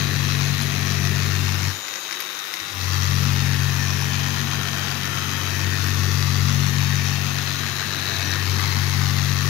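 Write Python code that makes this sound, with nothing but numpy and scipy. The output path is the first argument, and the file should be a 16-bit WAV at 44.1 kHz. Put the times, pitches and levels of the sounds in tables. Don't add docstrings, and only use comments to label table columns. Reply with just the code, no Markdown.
import sys
import numpy as np
from scipy import signal
from scipy.fft import rfft, irfft, next_fast_len
from scipy.io import wavfile
from scipy.ndimage import uniform_filter1d, map_coordinates

SR = 44100
rng = np.random.default_rng(int(sys.argv[2]) if len(sys.argv) > 2 else 0)


def unload_wav(signal):
    wavfile.write(
        sys.argv[1],
        SR,
        np.round(np.clip(np.atleast_2d(signal).T, -1, 1) * 32767).astype(np.int16),
    )


N = 418495
FIRING_HZ, FIRST_FIRING_S = 99.938, .0082
PINION_TEETH, WHEEL_TEETH = 11, 39
TOP_HZ = 15650


def amp(db):
    return 10 ** (np.asarray(db) / 20)


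def unit(x):
    return x / np.sqrt(np.mean(x ** 2) + 1e-20)


def along(points, hz):
    freqs, values = np.transpose(points)
    return np.interp(np.log(hz + 1), np.log(freqs + 1), values)


def curves(rows):
    times, *columns = np.transpose(rows)
    return [np.interp(np.arange(N) / SR, times, column) for column in columns]


def wobble(rate):
    knots = rng.standard_normal(int(N * rate / SR) + 4)
    return map_coordinates(knots, [np.arange(N) * rate / SR])


def filtered(x, response):
    size = next_fast_len(N + SR // 4, True)
    return irfft(rfft(x, size) * response(np.fft.rfftfreq(size, 1 / SR)), size)[..., :N]


def coloured(x, spectrum):
    return unit(filtered(x, lambda f: amp(along(spectrum, f))))


def resonance(f, hz, width):
    return 1j * f * width / (hz * hz - f * f + 1j * f * width)


def impacts(per_second):
    return rng.standard_normal(N) * (rng.random(N) < per_second / SR)


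def on_spot(near, spot, reach):
    return np.exp(-((near - spot) / reach) ** 2)


def since_firing():
    return (np.arange(N) / SR - FIRST_FIRING_S) * FIRING_HZ % 1 / FIRING_HZ


def surge(peak_s, depth_db):
    return unit(amp(depth_db * np.cos(2 * np.pi * FIRING_HZ * (since_firing() - peak_s))))


# time in seconds, nearness from 0 (far end) to 1 (near end),
# offset from 0 (left edge) to 1 (right edge).
PAD_PATH = [(0, 0.15, 0.78), (.3, 0.39, 0.74), (.55, 0.16, 0.54), (1, 0.36, 0.4), (1.6, 0.63, .2),
            (2.85, 0.8, 0.2), (3.75, 0.39, 0.1), (4.35, 0.17, 0.06), (5.2, 0.01, 0.22), (6.27, 0.95, 0.24),
            (7.05, 0.35, 0.24), (7.5, 0.09, 0.76), (8.02, 0.02, 0.98), (8.75, 0.92, 1), (9.49, 0.54, 0.71)]


def stroke(turn_s=0.42):
    near, offset = (uniform_filter1d(c, int(turn_s * SR), mode="nearest") for c in curves(PAD_PATH))
    return near, offset, np.gradient(near) * SR


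# time in seconds, pressure in dB.
HAND_PRESSURE = [(0, 5.5), (.3, 4), (1.15, 3.5), (1.68, -3.5), (1.82, -50.5), (2.3, -92), (2.56, -68),
                 (2.62, -40), (2.71, -37), (2.76, -20), (2.95, -6.5), (3.2, 2), (5.5, -2), (6.6, 1.5),
                 (8.3, -4), (9.2, 1)]
FULL_LOAD_DB, IDLE_LOAD = -12.5, .3


def loading(db_per_db=0.495):
    pressure_db, = curves(HAND_PRESSURE)
    return np.clip(amp(db_per_db * (pressure_db - FULL_LOAD_DB)), IDLE_LOAD, 1)


def idling():
    return uniform_filter1d((1 - loading()) / (1 - IDLE_LOAD), size=SR // 12)


# time in seconds, rotor turns a second.
SPEED_SETTING = [(0, 165.4), (1.8, 165.3), (4.3, 164), (5.5, 165), (6.7, 165.1), (8.1, 163.8), (9.2, 165.2)]


def rotor_speed(governor_s=1.15, near_gain_hz=.6, free_gain_hz=6.8):
    free = idling()
    step = 1 / (governor_s * SR)
    reined = signal.lfilter([step], [1, step - 1], free)
    setting, = curves(SPEED_SETTING)
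    return setting + near_gain_hz * stroke()[0] + free_gain_hz * (free - reined) + 0.1995 * wobble(12)


# frequency in Hz, seconds to die away by 60 dB.
ROOM_DECAY = [(200, .16), (2000, .17), (12000, .13)]


def room(x):
    out, step = np.zeros((2, N + 2 * SR)), SR // 4
    padded, fade = np.pad(x, (step, 2 * step)), np.sqrt(np.hanning(2 * step))
    for start in range(0, N + step, step):
        hz, t, noise = signal.stft(rng.standard_normal((2, SR // 5)), SR, nperseg=256)
        decay = amp(-60 * t / along(ROOM_DECAY, hz)[:, None])
        tail = signal.istft(noise * decay, SR, nperseg=256)[1]
        piece = fade * padded[start:start + 2 * step]
        wet = signal.fftconvolve(piece[None], tail / np.linalg.norm(tail[0]), axes=1)
        out[:, start:start + wet.shape[1]] += wet
    return out[:, step:step + N]


# frequency in Hz, relative level in dB.
FAN_SPECTRUM = [(25, -38), (130, -34), (220, -9), (330, 1.5), (430, -2.5), (600, -2.5), (880, -8.5),
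                (1100, 2.5), (2100, 0), (3000, -2), (4500, -15.5), (5600, -5.5), (7000, -16), (8500, -18),
                (15000, -28)]


def fan(level_db):
    return amp(level_db) * coloured(rng.standard_normal(N), FAN_SPECTRUM)


# start in seconds, relative level in dB, pitch in Hz.
GRIT_SQUEAKS = [(0.6195, -27, 10900), (1.048, -33, 11700), (2.202, -23, 11800), (2.1241, -35, 10800),
                (2.5386, -30, 11700), (4.0093, -31.5, 11600), (4.3904, -32.5, 11600), (5.87, -27, 11900),
                (8.6018, -31, 11710), (8.8922, -32, 10800)]


def grit(gain_db, t60_s):
    t = np.arange(SR // 10) / SR
    attack = 1 - np.exp(-t / 0.001)
    out = np.zeros(N)
    for start, db, hz in GRIT_SQUEAKS:
        phase = 2 * np.pi * hz * t + np.cumsum(0.25 * rng.standard_normal(len(t)))
        out[round(start * SR):][:len(t)] += amp(db + gain_db - 60 * t / t60_s) * attack * np.sin(phase)
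    return out


# start in seconds, relative level in dB.
GEAR_CLACKS = [(1.8826, -17), (1.9387, -17), (1.9562, -14.5), (2.1096, -16), (2.1256, -14), (2.1444, -19),
               (2.1924, -23), (2.2035, -13.5), (2.222, -17), (2.2744, -27), (2.3503, -23), (2.3907, -20),
               (2.5393, -16), (2.6, -16)]
# frequency in Hz, gain in dB.
GEAR_CASE = [(100, -28), (300, -16), (700, -13), (1200, -5.5), (2000, 5.5), (3200, -6), (4400, -4),
             (5700, 2), (6800, -5), (8300, -22), (15000, -28)]


def slack_gears(gain_db, t60_s):
    t = np.arange(SR // 10) / SR
    clacks = np.zeros(N)
    for start, db in GEAR_CLACKS:
        envelope = amp(db + gain_db - 60 * t / t60_s)
        clacks[round(start * SR):][:len(t)] += envelope * rng.standard_normal(len(t))
    return filtered(clacks, lambda f: amp(along(GEAR_CASE, f)))


# frequency in Hz, relative level in dB.
BRUSH_SPECTRUM = [(2000, -8), (6000, -7), (8600, -9), (10000, -3), (11300, 1), (12500, 0), (14000, -0.5),
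                  (15600, -3.5)]


def brushes(hiss_db, near_db, idle_db, spark, spark_s, surge_db):
    age = since_firing() / spark_s
    current = surge(0.0033, surge_db) + spark * age * np.exp(1 - age)
    hiss = coloured(current * impacts(14000), BRUSH_SPECTRUM)
    return amp(hiss_db + near_db * stroke()[0] + idle_db * idling()) * hiss


def rotor_whine(rotor, speed, load_db, race_db, race_hz, fall_db_per_hz, unbalance_db):
    gain = amp(load_db) * loading() + amp(race_db - fall_db_per_hz * np.abs(speed - race_hz))
    whine = unit(np.sin(2 * np.pi * 39 * rotor))
    hum = unit(np.sin(2 * np.pi * rotor))
    return gain * amp(1.5 * wobble(30)) * whine + amp(unbalance_db) * hum


def gear_mesh(rotor, mesh_db, spot_db, drag_db, idle_db, surge_db):
    near, _, pull = stroke()
    passed = on_spot(near, spot=0.4, reach=0.14)
    level_db = mesh_db + spot_db * passed + drag_db * np.abs(pull) + idle_db * idling()
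    tone = np.sin(2 * np.pi * PINION_TEETH * rotor + 0.26 * wobble(45))
    return amp(level_db) * unit(tone * surge(0.0054, surge_db) * amp(2.7 * wobble(20)))


# frequency in Hz, width in Hz,
# relative level in dB.
IRON_MODES = [(810, 46, -6), (1124, 240, -2.5), (1512, 120, -5.5), (1900, 350, -2.5), (2308, 94, -1.5),
              (2650, 350, 0), (3073, 440, -1.5)]
CAP_MODES = [(3770, 280, 0)]


def stator(knock_db, near_db, idle_db, cap_db, cap_idle_db, scatter_db, polarity, skew_s):
    index = np.arange(int((N / SR - FIRST_FIRING_S) * FIRING_HZ))
    times, side = FIRST_FIRING_S + index / FIRING_HZ, (-1) ** index
    hunting_s = 6e-5 * loading()[(times * SR).astype(int)] * rng.standard_normal(len(index))
    samples = np.round((times + side * skew_s + hunting_s) * SR).astype(int)
    kicks = np.zeros(N)
    kicks[samples] = (1 + polarity * side) * amp(scatter_db * rng.standard_normal(len(index)))

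    def ring(modes):
        response = lambda f: sum(amp(db) * resonance(f, hz, width) ** 2 for hz, width, db in modes)
        return unit(filtered(kicks, response))

    free = idling()
    iron = amp(knock_db + near_db * stroke()[0] + idle_db * free) * ring(IRON_MODES)
    return iron + amp(cap_db + cap_idle_db * free) * ring(CAP_MODES)


def panel_bounce(x, share, delay_s, drift):
    lag = SR * delay_s * (1 + drift * wobble(1.6))
    bounce = map_coordinates(x, [np.arange(N) - lag], order=1)
    return (x + share * bounce) / np.sqrt(1 + share ** 2)


# frequency in Hz, relative level in dB.
RATTLE_SPECTRUM = [(200, -29), (560, -29), (680, -9), (900, -0.5), (1100, 1.5), (1500, 0.5), (2250, -2),
                   (3300, -3.5), (3700, 0), (4900, -1), (6400, -0.5), (7200, -8), (8300, -21.5),
                   (11000, -25)]
# frequency in Hz, width
# in Hz, relative level in dB, the spot's nearness and reach (0-1), dB gained from left edge to right.
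PANEL_MODES = [(681.5, 55, -51.5, 0.22, 0.26, 2), (1140, 240, -45, 0.82, 0.34, 5),
               (1403, 380, -46.5, 0.06, 0.23, -14), (1658, 350, -47.5, 0.13, 0.6, 15),
               (1840, 290, -47, 0.43, 0.38, -6), (2030, 280, -46, 0.8, .22, 12),
               (2510, 370, -42, 0.37, 0.38, 1.5), (3110, 550, -45.5, .12, .25, -7.5),
               (3990, 590, -44, 0.2, 0.29, 17.5), (4250, 600, -43.5, 0.75, 0.44, 5),
               (4680, 310, -43, 0.91, 0.18, 0), (5700, 550, -46, 0.75, 0.22, -8),
               (5800, 480, -39, .34, 0.07, 6), (6290, 500, -46.5, 0.23, 0.29, -2)]


def gear_rattle(orbit, rattle_db, near_db, idle_db, ring_db, wander_db):
    load = loading()
    near, offset, _ = stroke()
    swing = amp(2.3 * load * np.sin(4 * np.pi * orbit))
    force = surge(.0037, 3.9 * load) * swing * amp(1.3 * wobble(130))
    per_second = 26000 * load ** 2
    contacts = force * impacts(per_second) / np.sqrt(per_second)
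    rattle = panel_bounce(coloured(contacts, RATTLE_SPECTRUM), share=.35, delay_s=.0014, drift=.07)
    out = amp(rattle_db + near_db * near + idle_db * idling()) * rattle
    drive = force * rng.standard_normal(N)
    for hz, width, db, spot, reach, across_db in PANEL_MODES:
        b, a = signal.iirpeak(hz, hz / width, SR)
        ring = unit(signal.lfilter(b, a, signal.lfilter(b, a, drive)))
        level_db = db + ring_db + across_db * (offset - .5) + wander_db * wobble(3.14)
        out += amp(level_db) * load * on_spot(near, spot, reach) * ring
    return out


# frequency in Hz, relative level in dB.
SLURRY_SPECTRUM = [(15, -18), (55, -16), (110, 8.5), (200, 1.5), (280, 0), (410, -1.5), (560, -15),
                   (900, -30), (3000, -62)]


def slurry(orbit, rub_db, near_db, pull_db, db_per_db, swirl_db):
    near, _, pull = stroke()
    pressure_db, = curves(HAND_PRESSURE)
    swirl = amp(swirl_db * np.sin(2 * np.pi * orbit))
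    rub = coloured(rng.standard_normal(N) * swirl, SLURRY_SPECTRUM)
    return amp(rub_db + near_db * near + pull_db * pull + db_per_db * pressure_db) * rub


# multiple of the orbit rate, level in dB against the third order.
HUM_ORDERS = [(1, -30.5), (4, -14.5), (5, -14.5), (6, -27.5)]


def panel_hum(orbit, second_db, second_far_db, third_db, third_far_db, pull_db, seat_db, flutter_db):
    near, offset, pull = stroke()
    pressure_db, = curves(HAND_PRESSURE)
    seated = amp(pressure_db) / np.hypot(amp(pressure_db), amp(seat_db))
    far = np.exp(-near / 0.31)
    across_db = .5 - offset
    second_level = second_db + second_far_db * far + across_db
    third_level = third_db + third_far_db * far + pull_db * pull + across_db + pressure_db
    order = lambda k: np.sqrt(2) * np.sin(2 * np.pi * (k * orbit + rng.random()))
    hum = seated * amp(second_level + flutter_db * wobble(18)) * order(2)
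    hum += amp(third_level + flutter_db * wobble(19)) * order(3)
    for multiple, db in HUM_ORDERS:
        hum += amp(third_level + db + 3.6 * wobble(26)) * order(multiple)
    return hum


# frequency in Hz, gain in dB.
RIGHT_COLOUR = [(200, 0), (500, 1.8), (1200, -0.8), (5000, 0.5), (8500, -5), (12000, 0.5)]


def scene():
    speed = rotor_speed()
    rotor = np.cumsum(speed) / SR
    orbit = rotor * PINION_TEETH / WHEEL_TEETH
    panel = panel_hum(orbit, second_db=-23, second_far_db=-15.5, third_db=-27.5, third_far_db=-7,
                      pull_db=-3, seat_db=-10, flutter_db=.8)
    panel += slurry(orbit, rub_db=-38.5, near_db=0.9, pull_db=2.5, db_per_db=0.39, swirl_db=2.5)
    tool = gear_rattle(orbit, rattle_db=-33.5, near_db=2.5, idle_db=-6.5, ring_db=3.0, wander_db=0.15)
    tool += stator(knock_db=-37.5, near_db=-3.5, idle_db=-3.0, cap_db=-43.5, cap_idle_db=5.0,
                   scatter_db=1.7, polarity=0.092, skew_s=2.5e-5)
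    tool += brushes(hiss_db=-40.5, near_db=1.7, idle_db=-3.5, spark=0.63, spark_s=0.00053, surge_db=0.5)
    tool += slack_gears(gain_db=-2.5, t60_s=.028)
    tool += grit(gain_db=1.5, t60_s=.04)
    tool += fan(level_db=-39)
    tones = gear_mesh(rotor, mesh_db=-43.5, spot_db=3, drag_db=3.5, idle_db=-15, surge_db=12.5)
    tones += rotor_whine(rotor, speed, load_db=-53.5, race_db=-42.0, race_hz=171.6, fall_db_per_hz=3.5,
                         unbalance_db=-62.5)
    walls = room(tool)
    left = panel + tones + tool + amp(-14) * walls[0]
    right = panel + tones + amp(-15) * tool + walls[1]
    right = filtered(right, lambda f: amp(along(RIGHT_COLOUR, f)))
    return np.array([amp(4.8) * left, amp(-9.7) * right])


def record(dry):
    return filtered(dry, lambda f: f < TOP_HZ)


dry = scene()
out = record(dry)
unload_wav(out)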